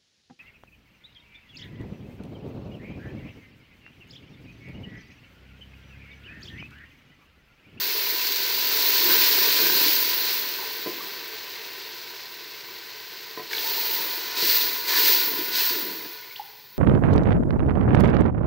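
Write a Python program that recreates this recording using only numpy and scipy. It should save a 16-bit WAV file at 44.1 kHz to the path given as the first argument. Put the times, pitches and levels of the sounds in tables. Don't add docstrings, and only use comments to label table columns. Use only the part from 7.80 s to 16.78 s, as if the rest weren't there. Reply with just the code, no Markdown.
import sys
import numpy as np
from scipy import signal
from scipy.fft import rfft, irfft, next_fast_len
from scipy.io import wavfile

SR = 44100
rng = np.random.default_rng(int(sys.argv[2]) if len(sys.argv) > 2 else 0)


def log_audio(samples):
    frames = np.atleast_2d(samples).T
    limited = np.clip(frames, -1, 1)
    pcm = np.round(limited * 32767).astype(np.int16)
    wavfile.write(sys.argv[1], SR, pcm)


N = 396018
TIME = np.arange(N) / SR
POUR_START_S = 5.7

# middle t/s, length/s, scrape level/dB, relative slosh level/dB
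STROKES = [(.988, .085, -40, -50), (1.313, 0.13, -33, -36), (1.62, .11, -36, -42), (1.882, 0.19, -34, -34),
           (2.053, 0.07, -45, -44), (3.183, .12, -54, -41.5), (6.22, 0.14, -50, -44.5),
           (6.636, 0.072, -44, -38), (6.862, 0.17, -43.5, -46.5), (7.161, 0.063, -33, -60),
           (7.295, 0.23, -39.5, -44), (7.61, 0.22, -49, -40), (7.858, 0.11, -38, -57),
           (8.07, .18, -49, -38.5), (8.259, 0.053, -53, -44)]


def frying(sizzle_db, spray_db):
    # f/Hz, level/dB
    sizzle_colour = [(30, -80), (100, -53), (1200, -20.5), (2400, -6.5), (3300, -7), (3750, -3), (4100, 1),
                     (4650, 0.5), (5200, -4), (6100, -8), (6900, -15.5), (8200, -21.5), (10000, -29),
                     (16000, -55)]
    edge_colour = [(500, -60), (4500, -28), (6500, -2.5), (7600, 1.5), (9700, -12.5), (11500, -8.5),
                   (14000, -8)]
    spray_colour = [(2000, -75), (6500, -45), (9700, -39), (11000, -19), (11900, -12.5), (12900, -13),
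                    (14000, -4.5), (14600, 1.2), (15200, 2), (15700, 2), (17000, -11)]
    vigour_db = sizzle_db + 30.5
    per_s = 11000 * from_db(0.25 * vigour_db)
    bursts = pops(per_s, spread_db=1.5, clump_db=0.55)
    droplets = pops(per_s, spread_db=2.5, clump_db=1.14)
    sizzle = rms_one(coloured(bursts, sizzle_colour))
    sizzle *= from_db(sizzle_db - 0.46 + 0.5 * drift(40))
    edge = rms_one(coloured(bursts + 1.5 * droplets, edge_colour))
    edge *= from_db(sizzle_db - 21 + 0.17 * vigour_db)
    spray = rms_one(coloured(bursts + 0.74 * droplets, spray_colour))
    spray *= from_db(spray_db + 0.4 + 0.7 * drift(35))
    return sizzle + edge + spray


def boil():
    # t/s, sizzle level/dB, spray level/dB, bubbling level/dB
    simmer = [(0, -30, -28, -36), (.3, -29, -26.5, -35.5), (.62, -28.5, -28, -36), (1.4, -22.5, -19, -29.5),
              (1.8, -24, -22, -31), (2.07, -23.5, -19.5, -32), (2.38, -29, -27, -34),
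              (2.8, -35.5, -34, -38), (3.45, -40, -41, -40), (4.5, -43, -46.5, -44),
              (5.65, -43, -45.5, -44), (6.5, -35, -40, -39.5), (8.2, -43.5, -40.5, -48.5),
              (8.98, -55.5, -52, -62.5)]
    # t/s, sizzle level/dB, spray level/dB, bubbling level/dB, rise/s, hold/s, sizzle fade/(dB/s)
    surges = [(2.395, -31, -31, -40, 0.055, 0.066, 70), (5.682, -31, -27.5, -40, 0.18, 0.28, 34),
              (6.54, -23.5, -20.5, -37.5, .14, 0.066, 51), (7.051, -21, -17.5, -33.5, 0.2, .03, 50),
              (7.529, -35.5, -31.5, -45, 0.038, 0.025, 26), (7.701, -24.5, -22, -38, 0.087, .02, 52)]
    # t/s, level/dB
    spurts = [(.414, -23.5), (.469, -24.5), (.521, -23), (.56, -23), (1.21, -29), (1.868, -22.5)]
    spray_lag_s, spurt_t60_s = 0.029, 0.094
    sizzle, spray, bubbling = from_db(in_time(simmer)) ** 2
    for s, sizzle_db, spray_db, bubbling_db, rise, hold, fade in surges:
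        sizzle += (from_db(sizzle_db) * swell(s, rise, hold, fade, climb_db=6)) ** 2
        spray += (from_db(spray_db) * swell(s, rise + spray_lag_s, hold, fade, climb_db=12)) ** 2
        bubbling += (from_db(bubbling_db) * swell(s, rise, hold, 0.49 * fade, climb_db=3)) ** 2
    spitting = sum(from_db(db - 60 * np.abs(TIME - s) / spurt_t60_s) * (TIME > s) for s, db in spurts)
    return 10 * np.log10([sizzle + spitting ** 2, spray + 0.7 * spitting ** 2, bubbling])


def sauce(bubbling_db):
    # f/Hz, level/dB
    bubbling_colour = [(60, -39), (110, -19), (220, -21), (400, -3.5), (700, -6), (1250, -5.5),
                       (1700, -1.5), (2400, -2.5), (3100, -1), (4200, 0), (6000, -12), (9000, -38)]
    sloshing_colour = [(25, -60), (50, -38), (85, -20.5), (160, -5), (220, -1.5), (300, 3), (420, -5),
                       (650, -8), (1000, -25), (2000, -47)]
    vigour_db = bubbling_db + 34.5
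    heave = from_db(-46.5 + 1.32 * vigour_db)
    pushed = sum(from_db(slosh_db) * hump(s, length) for s, length, _, slosh_db in STROKES)
    bubbling = rms_one(in_pot(coloured(pops(4200, spread_db=1.5, clump_db=0.43), bubbling_colour)))
    sloshing = rms_one(in_pot(coloured(pops(900, spread_db=1.5, clump_db=1.0), sloshing_colour)))
    return bubbling * from_db(bubbling_db + 0.79) + sloshing * np.hypot(heave, pushed) * from_db(-3)


def pour():
    # f/Hz, width/Hz, boost/dB
    hollow = [(436, 49, 6.5), (896, 19, 22.5), (1770, 46, 22)]
    # f/Hz, level/dB
    patter_colour = [(100, -17), (400, 0.5), (900, -3), (2000, -12), (4000, -11), (9000, -38)]
    octaves_per_s = 0.083
    patter = coloured(pops(1500, spread_db=2.0, clump_db=3.0), patter_colour)
    speed = 2 ** (octaves_per_s * np.maximum(TIME - POUR_START_S, 0))
    ringing = np.interp(np.cumsum(speed) / SR, TIME, rms_one(resonate(patter, hollow)))
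    return ringing * from_db(-42) * swell(POUR_START_S, rise=0.03, hold=0.49, fade_db_per_s=46)


def slaps():
    # t/s, level/dB
    splats = [(5.712, -31), (5.732, -22), (5.751, -37), (5.769, -37), (5.782, -40), (8.558, -45)]
    band_hz, t60_s = [1400, 5000], 0.015
    out, t = np.zeros(N), TIME[:SR // 16]
    band = signal.butter(2, band_hz, "band", fs=SR, output="sos")
    for s, db in splats:
        noise = rms_one(signal.sosfilt(band, rng.standard_normal(len(t))))
        add(out, s, from_db(db - 60 * t / t60_s) * noise)
    return out


def drops():
    # t/s, relative level/dB, starting f/Hz, glide/(octaves/s), t60/s
    bubbles = [(1.25, -32, 345, 3, .08), (1.29, -29.5, 331, 3.5, 0.13), (1.889, -34, 338, 8, 0.042),
               (2.059, -34.5, 290, 6, 0.12), (2.79, -28, 1027, -9, 0.045), (2.822, -37.5, 860, -5, 0.056),
               (3.204, -31, 1120, 4, 0.042), (5.711, -19, 1640, 40, 0.015), (5.73, -11, 1630, 1, 0.012),
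               (5.733, -11, 2240, 1, 0.014), (5.749, -5, 3720, 58, 0.0088), (5.768, -12, 3780, 25, 0.012),
               (5.782, 7, 2970, 150, 0.0046), (7.308, -32, 350, 9, 0.065), (7.587, -28, 320, 6.5, 0.074),
               (7.962, -30, 350, 14.5, .07), (8.207, -33, 2100, -1, 0.026), (8.426, -38, 2200, -4, 0.038),
               (8.508, -33, 2200, 3, 0.03), (8.558, -25.5, 2470, 85, 0.027),
               (8.595, -21.5, 855, -5.5, 0.034)]
    out, t = np.zeros(N), TIME[:SR // 8]
    onset = (1 - np.exp(-t / 0.0028)) ** 2
    for s, db, start_hz, glide, t60 in bubbles:
        hz = start_hz * 2 ** (glide * np.minimum(t, t60 / 2))
        envelope = from_db(db + 7.5 - 60 * t / t60) * onset
        add(out, s, envelope * np.sin(2 * np.pi * np.cumsum(hz) / SR))
    return out


def spatula_knocks():
    # t/s, level/dB, f/Hz favoured by the spot struck
    knocks = [(1.802, -26, 415), (1.85, -25.5, 300), (2.014, -22.5, 217), (3.061, -21.5, 564),
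              (3.071, -18, 348), (5.575, -20.5, 1100), (5.596, -22, 845), (6.627, -22, 240),
              (7.909, -26, 290)]
    # f/Hz, level/dB, t60/s
    modes = [(190, -11, 0.037), (354.6, -6, 0.12), (448.6, -6.5, 0.25), (605, -14.5, 0.044),
             (722, -19.5, 0.087), (1009, -9, 0.062), (1190, -33, .03), (1900, -11, 0.045)]
    out, t = np.zeros(N), TIME[:SR // 4]
    hz, mode_db, t60 = np.transpose(modes)[:, :, None]
    ringing = from_db(-60 * t / t60) * np.sin(2 * np.pi * hz * t)
    for s, db, spot_hz in knocks:
        detuning = hz / spot_hz - spot_hz / hz
        strength = from_db(db + mode_db + rng.standard_normal(hz.shape)) / np.hypot(1, detuning)
        add(out, s, (strength * ringing).sum(axis=0))
    return signal.sosfilt(signal.butter(3, 190, "high", fs=SR, output="sos"), out)


def scraping():
    # f/Hz, level/dB
    scrape_colour = [(200, -26), (600, -20), (1000, 0), (1250, -4), (1750, 8), (2200, -19), (4000, -21),
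                     (8000, -50)]
    envelope = sum(from_db(scrape_db) * hump(s, length) for s, length, scrape_db, _ in STROKES)
    slips = coloured(pops(2200, spread_db=3.0, clump_db=3.0), scrape_colour)
    return envelope * rms_one(in_pot(slips))


def plinks(bubbling_db):
    per_s, low_hz, high_hz, t60_s = 20, 1408, 4280, 0.03
    out, t = np.zeros(N), TIME[:SR // 16]
    for when, pitch, strength in rng.random((int(per_s * N / SR), 3)):
        hz = low_hz * (high_hz / low_hz) ** pitch
        envelope = from_db(-3.5 + 5 * strength - 60 * t / t60_s)
        add(out, when * TIME[-1], envelope * np.sin(2 * np.pi * hz * t))
    return out * from_db(bubbling_db)


def in_pot(x):
    # f/Hz, width/Hz, boost/dB
    air_before = [(368.7, 46, 11.5), (447, 27, 8.5), (989, 75, 12.5), (1535, 53, 9), (1880, 180, 5),
                  (2120, 100, 5), (2260, 100, 3.5), (2640, 160, 4.5)]
    air_after = [(366, 86, 11), (445, 24, 7), (985, 65, 16.5), (1479, 30, 13.5), (1780, 150, 6),
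                 (2025, 63, 10.5), (2460, 150, 7), (3200, 110, 1)]
    fill_s = 0.64
    fill = np.clip((TIME - POUR_START_S) / fill_s, 0, 1)
    return (1 - fill) * resonate(x, air_before) + fill * resonate(x, air_after)


def kitchen():
    # f/Hz, level/dB
    room_colour = [(20, -30), (55, -4), (110, 8), (200, 3), (600, -24), (2000, -6), (4500, -21),
                   (7000, -18), (9700, -46), (15000, 2.5)]
    return from_db(-54.5) * rms_one(coloured(rng.standard_normal(N), room_colour))


def reverberate(x, t60, wet_db):
    t = TIME[:SR // 2]
    tail = rng.standard_normal(len(t)) * from_db(-60 * t / t60) * (t > 0.006)
    return x + from_db(wet_db) * signal.fftconvolve(x, tail / np.linalg.norm(tail))[:N]


def pops(per_s, spread_db, clump_db):
    born = rng.random(N) < per_s / SR
    sizes = from_db(spread_db * np.minimum(rng.exponential(1, N), 5))
    signs = rng.choice([-1, 1], N)
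    return born * sizes * signs * from_db(clump_db * drift(110)) / np.sqrt(per_s)


def coloured(x, spectrum):
    hz, db = np.transpose(spectrum)
    size = next_fast_len(N)
    bins_hz = np.maximum(np.fft.rfftfreq(size, 1 / SR), 1)
    gain = from_db(np.interp(np.log(bins_hz), np.log(hz), db))
    return irfft(rfft(x, size) * gain, size)[:N]


def resonate(x, peaks):
    for hz, width, db in peaks:
        x = x + (from_db(db) - 1) * signal.lfilter(*signal.iirpeak(hz, hz / width, fs=SR), x)
    return x


def swell(start, rise, hold, fade_db_per_s, climb_db=0):
    age, catch_s = TIME - start, 0.038
    to_climb_db = climb_db * np.clip(1 - age / rise, 0, 1)
    faded_db = fade_db_per_s * np.maximum(age - rise - hold, 0)
    return np.clip(age / catch_s, 0, 1) * from_db(-to_climb_db - faded_db)


def hump(middle, length):
    return np.exp(-2 * ((TIME - middle) / length) ** 2)


def drift(per_s):
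    knots = rng.standard_normal(4000)
    return rms_one(np.interp(TIME * per_s, np.arange(len(knots)), knots))


def in_time(rows):
    s, *columns = np.transpose(rows)
    return [np.interp(TIME, s, column) for column in columns]


def add(out, s, sound):
    at = round(s * SR)
    out[at:at + len(sound)] += sound[:N - at]


def from_db(db):
    return 10 ** (np.asarray(db) / 20)


def rms_one(x):
    return x / np.sqrt(np.mean(x ** 2) + 1e-20)


def scene():
    # f/Hz, side level against mid/dB
    lean = [(1000, -90), (1400, -29), (1730, -13), (2200, -15), (2750, -31), (3500, -76)]
    sizzle_db, spray_db, bubbling_db = boil()
    cooking = frying(sizzle_db, spray_db) + sauce(bubbling_db) + scraping() + pour()
    cooking = reverberate(cooking, t60=0.12, wet_db=-16)
    hits = spatula_knocks() + drops() + slaps() + plinks(bubbling_db)
    echo_s, echo_db = 0.0195, -13
    echo = from_db(echo_db) * np.interp(TIME - echo_s, TIME, hits)
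    hits = reverberate(hits + echo, t60=0.61, wet_db=-7.5)
    mid = cooking + hits + kitchen()
    side = coloured(mid, lean)
    return np.array([mid + side, mid - side])


def record(dry):
    bins_hz, cutoff_hz = np.fft.rfftfreq(N, 1 / SR), 15750
    return irfft(rfft(dry) / np.hypot(1, (bins_hz / cutoff_hz) ** 500), N)


dry = scene()
out = record(dry)
log_audio(out)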